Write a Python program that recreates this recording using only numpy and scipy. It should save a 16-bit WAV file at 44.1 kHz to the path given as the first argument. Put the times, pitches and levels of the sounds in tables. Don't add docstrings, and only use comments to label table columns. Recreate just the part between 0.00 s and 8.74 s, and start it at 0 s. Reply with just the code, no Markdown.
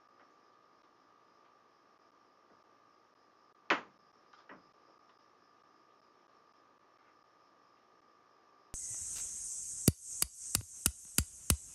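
import sys
import numpy as np
from scipy import signal
from scipy.fft import rfft, irfft
from scipy.io import wavfile
from scipy.ndimage import uniform_filter1d

SR = 44100
rng = np.random.default_rng(int(sys.argv[2]) if len(sys.argv) > 2 else 0)


def generate_wav(sig):
    pcm = np.round(np.clip(np.atleast_2d(sig).T, -1, 1) * 32767).astype(np.int16)
    wavfile.write(sys.argv[1], SR, pcm)


N = 385434


def from_db(db):
    return 10 ** (np.asarray(db) / 20)


def rms_one(x):
    return x / np.sqrt(np.mean(x ** 2) + 1e-20)


def at_hz(points, hz):
    frequencies, values = np.transpose(points)
    return np.interp(np.log(np.maximum(hz, 1)), np.log(frequencies), values)


def keep_band(x, hz, kind, order=2):
    sos = signal.butter(order, np.clip(hz, 10, .45 * SR), kind, fs=SR, output="sos")
    return signal.sosfilt(sos, x)


def coloured(spectrum, size):
    white = rfft(rng.standard_normal(size))
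    hz = np.arange(len(white)) * SR / size
    return rms_one(irfft(white * from_db(at_hz(spectrum, hz)), size))


def drift(rate):
    targets = rng.standard_normal(4000)
    return np.interp(np.arange(N) / SR * rate, np.arange(len(targets)), targets)


def fan(turns_per_s=56.06, housing_hz=1206, housing_width_hz=78, wander=0.001, flutter=0.2):
    # vibrations per turn, level in dB.
    buzz_tones = [(2, -95), (17, -91.5), (20, -80.5), (21, -73), (22, -74.5), (23, -87), (24, -89),
                  (26, -92), (29, -87.5), (31, -86.5), (34, -92)]
    # pitch in Hz, level in dB.
    mains_tones = [(60, -104), (120, -98.5)]
    # frequency in Hz, relative level in dB.
    air_spectrum = [(25, -29.5), (60, -18.5), (110, -10), (200, -4.5), (330, 3), (600, 0), (900, 0),
                    (1200, -0.5), (1450, -6.5), (2000, -11), (3500, -18), (5800, -17.5), (6600, -25),
                    (7400, -33.5)]
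    t, buzz = np.arange(N) / SR, 0
    turns = np.cumsum(turns_per_s * (1 + wander * drift(9))) / SR
    for per_turn, db in buzz_tones:
        lag = np.arctan(2 * (per_turn * turns_per_s - housing_hz) / housing_width_hz)
        unsteady = 1 + flutter * (drift(9) + 1j * drift(4.6))
        buzz += from_db(db) * np.real(unsteady * np.exp(1j * (2 * np.pi * per_turn * turns - lag)))
    mains = sum(from_db(db) * np.sin(2 * np.pi * hz * t) for hz, db in mains_tones)
    air = from_db(-69 + 0.43 * drift(8.5)) * coloured(air_spectrum, N)
    return np.sqrt(2) * (buzz + mains) + air


def cricket(bouts, hz, width_hz, length_s, db, note_hz, note_db, jitter_s=0.0065, echo_share=0.034):
    def band(centre, width):
        edges = [centre - width / 2, centre + width / 2]
        return rms_one(keep_band(rng.standard_normal(N), edges, "band"))

    t = np.arange(N) / SR
    beats = np.concatenate([np.linspace(first, last, count) for first, last, count in bouts])
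    chirps = beats + jitter_s * rng.standard_normal(len(beats))
    swell = sum(np.exp(-((t - s) / (length_s / 2)) ** 2) for s in chirps)
    tone = band(hz, width_hz) + from_db(note_db) * band(note_hz, 40)
    return from_db(db + 0.88 * drift(3.7)) * np.sqrt(np.minimum(swell, 1) + echo_share) * tone


def crickets():
    # first and last chirp in seconds, number of chirps.
    low_bouts = [(.16, 1.32, 5), (1.76, 2.56, 4), (2.98, 3.44, 3), (4.07, 6.04, 8), (6.52, 6.52, 1),
                 (7.2, 7.7, 3), (8.1, 8.64, 3)]
    high_bouts = [(.05, 1.0, 6), (1.39, 3.42, 13), (3.97, 6.56, 15), (6.97, 8.65, 11)]
    # time in seconds, change of level in dB.
    singing = [(0, -1.5), (2.6, -2), (4.5, 4.5), (5.8, 0.5), (8.74, -1)]
    low = cricket(low_bouts, hz=5006, width_hz=330, length_s=0.13, db=-83.5, note_hz=5100, note_db=-7.5)
    high = cricket(high_bouts, hz=5410, width_hz=420, length_s=0.11, db=-86, note_hz=5370, note_db=-1)
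    effort = from_db(np.interp(np.arange(N) / SR, *np.transpose(singing)))
    return effort * (low + high)


def porch_echo(t, build_s=0.00059):
    # frequency in Hz, relative level in dB.
    spectrum = [(30, -27.5), (100, -23), (170, -10), (260, 6), (450, 1.5), (720, -5), (1100, 1.5),
                (2000, -4), (3000, -6.5), (3800, -17), (5500, -14), (7200, -10)]
    # frequency in Hz, seconds to fade by 60 dB.
    fades = [(100, 1), (250, 0.26), (600, 0.29), (1500, 0.25), (3000, .2), (6000, 0.27)]
    noise, echo = rfft(coloured(spectrum, len(t))), 0
    hz = np.arange(len(noise)) * SR / len(t)
    centres, fade_times = np.transpose(fades)
    for share, fade_s in zip(np.eye(len(centres)), fade_times):
        band = irfft(noise * at_hz(np.c_[centres, share], hz), len(t))
        echo += band * from_db(-60 * t / fade_s)
    return echo * (1 - np.exp(-t / build_s))


def knocks(glide_s=0.0132, crack_s=0.0087, snap_s=0.0001, thud_band_hz=(40, 188)):
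    # pitch in Hz, relative level in dB, seconds to fade by 60 dB.
    board_tones = [(107.6, -21, .34), (168.4, -14.5, 0.32), (248, -5.5, .29), (276, -3, 0.15),
                   (322, -1, .23), (403, -12.5, .22), (494.5, -8.5, 0.32), (565, -0.5, 0.14),
                   (872, -8, .15), (990, -1, 0.094), (1043, -7.5, 0.12), (1067, -8, 0.065),
                   (1310, -3, 0.26), (1306, -2, 0.091), (1625, -7.5, .15), (1732, -5, 0.14), (1925, 4, .14),
                   (2135, -5, 0.19), (2165, -12, 0.24), (2590, -17, .15), (2664, -11, .15),
                   (2995, -2.5, 0.13), (3080, -22.5, 0.19), (4170, -10, 0.13)]
    # start in seconds, level in dB, seconds from touch to main hit,
    # hardness from 0 to 1, share of the treble range kept at each next contact,
    # change to the crack in dB, change to the thud in dB.
    blows = [(0.1958, -55.5, 0.012, 0.62, 1, 0, -20), (2.5, -50.5, .016, 0.3, 0.61, -9, 0),
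             (3.7021, -18.5, .0066, 0.95, 1.0, 0, -18.5), (4.493, -39, .019, 0.55, .58, -9.5, 6.5),
             (4.88, -53.5, .012, 0.28, .75, -14, -14)]
    # delay (the main hit is at 1),
    # relative level in dB, lowest and highest Hz, change to the crack in dB, its starting Hz.
    contacts = [(0, 1, 1870, 4100, -1.5, 2878), (1, -0.4, 380, 4160, 0, 1657),
                (2.62, -9, 200, 2000, 5.5, 1660)]
    t, out = np.arange(SR // 2) / SR, np.zeros(N)
    ring = sum((-1) ** k * from_db(db - 60 * t / fade_s) * np.sin(2 * np.pi * hz * t)
               for k, (hz, db, fade_s) in enumerate(board_tones))
    snap = keep_band(np.exp(-t / snap_s), 500, "high")

    def body(low_hz, high_hz):
        sound = from_db(-18.5) * ring + from_db(-5.5) * porch_echo(t)
        return keep_band(keep_band(sound, low_hz, "high", order=1), high_hz, "low", order=4)

    def crack(start_hz, high_hz):
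        cycles = start_hz * glide_s * (1 - np.exp(-t / glide_s))
        bending = np.sin(2 * np.pi * cycles) * np.exp(-(t / crack_s) ** 4)
        click = keep_band(snap, 1.56 * high_hz, "low", order=4)
        return from_db(-4) * keep_band(bending, 184, "high") + from_db(2) * click

    for s, db, lag_s, hardness, kept, sharp_db, thud_db in blows:
        for k, (delay, contact_db, low_hz, high_hz, crack_db, crack_hz) in enumerate(contacts):
            bright = hardness * kept ** k
            sound = body(hardness * low_hz, bright * high_hz)
            sound += from_db(sharp_db + crack_db) * crack(bright * crack_hz, bright * high_hz)
            add(out, s + delay * lag_s, from_db(db + contact_db) * sound)
        add(out, s + lag_s, from_db(db + thud_db) * body(*thud_band_hz))
    return out


def add(out, s, sound):
    start = int(np.clip(round(s * SR), 0, N - 1))
    out[start:start + len(sound)] += sound[:N - start]


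def crunch(length_s, hz, clicks_per_s=3000, spread_db=2.5, echo_fade_s=0.19, width=1.34):
    t = np.arange(SR // 3) / SR
    clicks = (rng.random(len(t)) < clicks_per_s / SR) * rng.standard_normal(len(t))
    clicks *= from_db(spread_db * rng.standard_normal(len(t)))
    clicks *= np.clip(1 - t / length_s, 0, 1)
    tail = rng.standard_normal(len(t)) * from_db(-60 * t / echo_fade_s)
    echo = from_db(-27.5) * signal.fftconvolve(clicks, tail)[:len(t)]
    burst = keep_band(clicks + echo, [hz / width, hz * width], "band")
    return burst / np.sqrt(np.sum(burst ** 2) / (length_s * SR) + 1e-20)


def scuffs(rub_hz=1020):
    # start and length in seconds, level of the grit in dB,
    # its middle pitch in Hz, level of the rub compared with the grit in dB.
    strokes = [(0.307, 0.06, -86, 6200, -3), (0.526, 0.043, -83.5, 3300, 3), (0.813, 0.062, -81.5, 3130, 8),
               (1.448, 0.069, -80, 2580, 3), (4.33, 0.038, -70.5, 3870, 10.5),
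               (4.376, .065, -75, 4000, 9.5), (5.093, 0.0092, -69.5, 2820, 8), (6.959, 0.18, -76, 1680, -9),
               (7.062, 0.062, -74.5, 1810, -12), (7.768, 0.062, -80.5, 2200, -10)]
    out = np.zeros(N)
    for s, length_s, db, hz, rub_db in strokes:
        grit = crunch(length_s, hz)
        rub = from_db(rub_db) * crunch(length_s, rub_hz)
        add(out, s, from_db(db) * (grit + rub))
    return out


def chewing(start_s=5.22, end_s=6.6, bites_per_s=3, jitter_s=0.02, db=-86.5, uneven_db=1.5):
    out = np.zeros(N)
    for s in np.arange(start_s, end_s, 1 / bites_per_s):
        late, strong = rng.standard_normal(2)
        bite = crunch(length_s=0.066, hz=2700)
        add(out, s + jitter_s * late, from_db(db + uneven_db * strong) * bite)
    return out


def scene():
    return (crickets() + knocks() + scuffs() + fan() + chewing())[None]


def record(dry, gap_s=0.01, gap_db=-26, cutoff_hz=7050, hiss_db=-99.5):
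    gaps = [.081, .827, 1.984, 2.112, 2.633, 3.145, 3.532, 3.542, 3.984, 4.123, 4.73, 4.986, 5.182, 5.63,
            6.011, 6.275, 6.531, 6.787, 6.98, 7.234, 8.011]
    # frequency in Hz, relative level in dB.
    hiss_spectrum = [(100, -1.5), (12800, 3), (13300, -2), (15400, -4.5), (16000, -21)]
    gain = np.ones(N)
    for s in gaps:
        gain[round((s - gap_s / 2) * SR):round((s + gap_s / 2) * SR)] = from_db(gap_db)
    broken = dry * uniform_filter1d(gain, size=40)
    dulled = signal.sosfilt(signal.cheby1(12, .2, cutoff_hz, fs=SR, output="sos"), broken)
    return dulled + from_db(hiss_db) * coloured(hiss_spectrum, N)


dry = scene()
out = record(dry)
generate_wav(out)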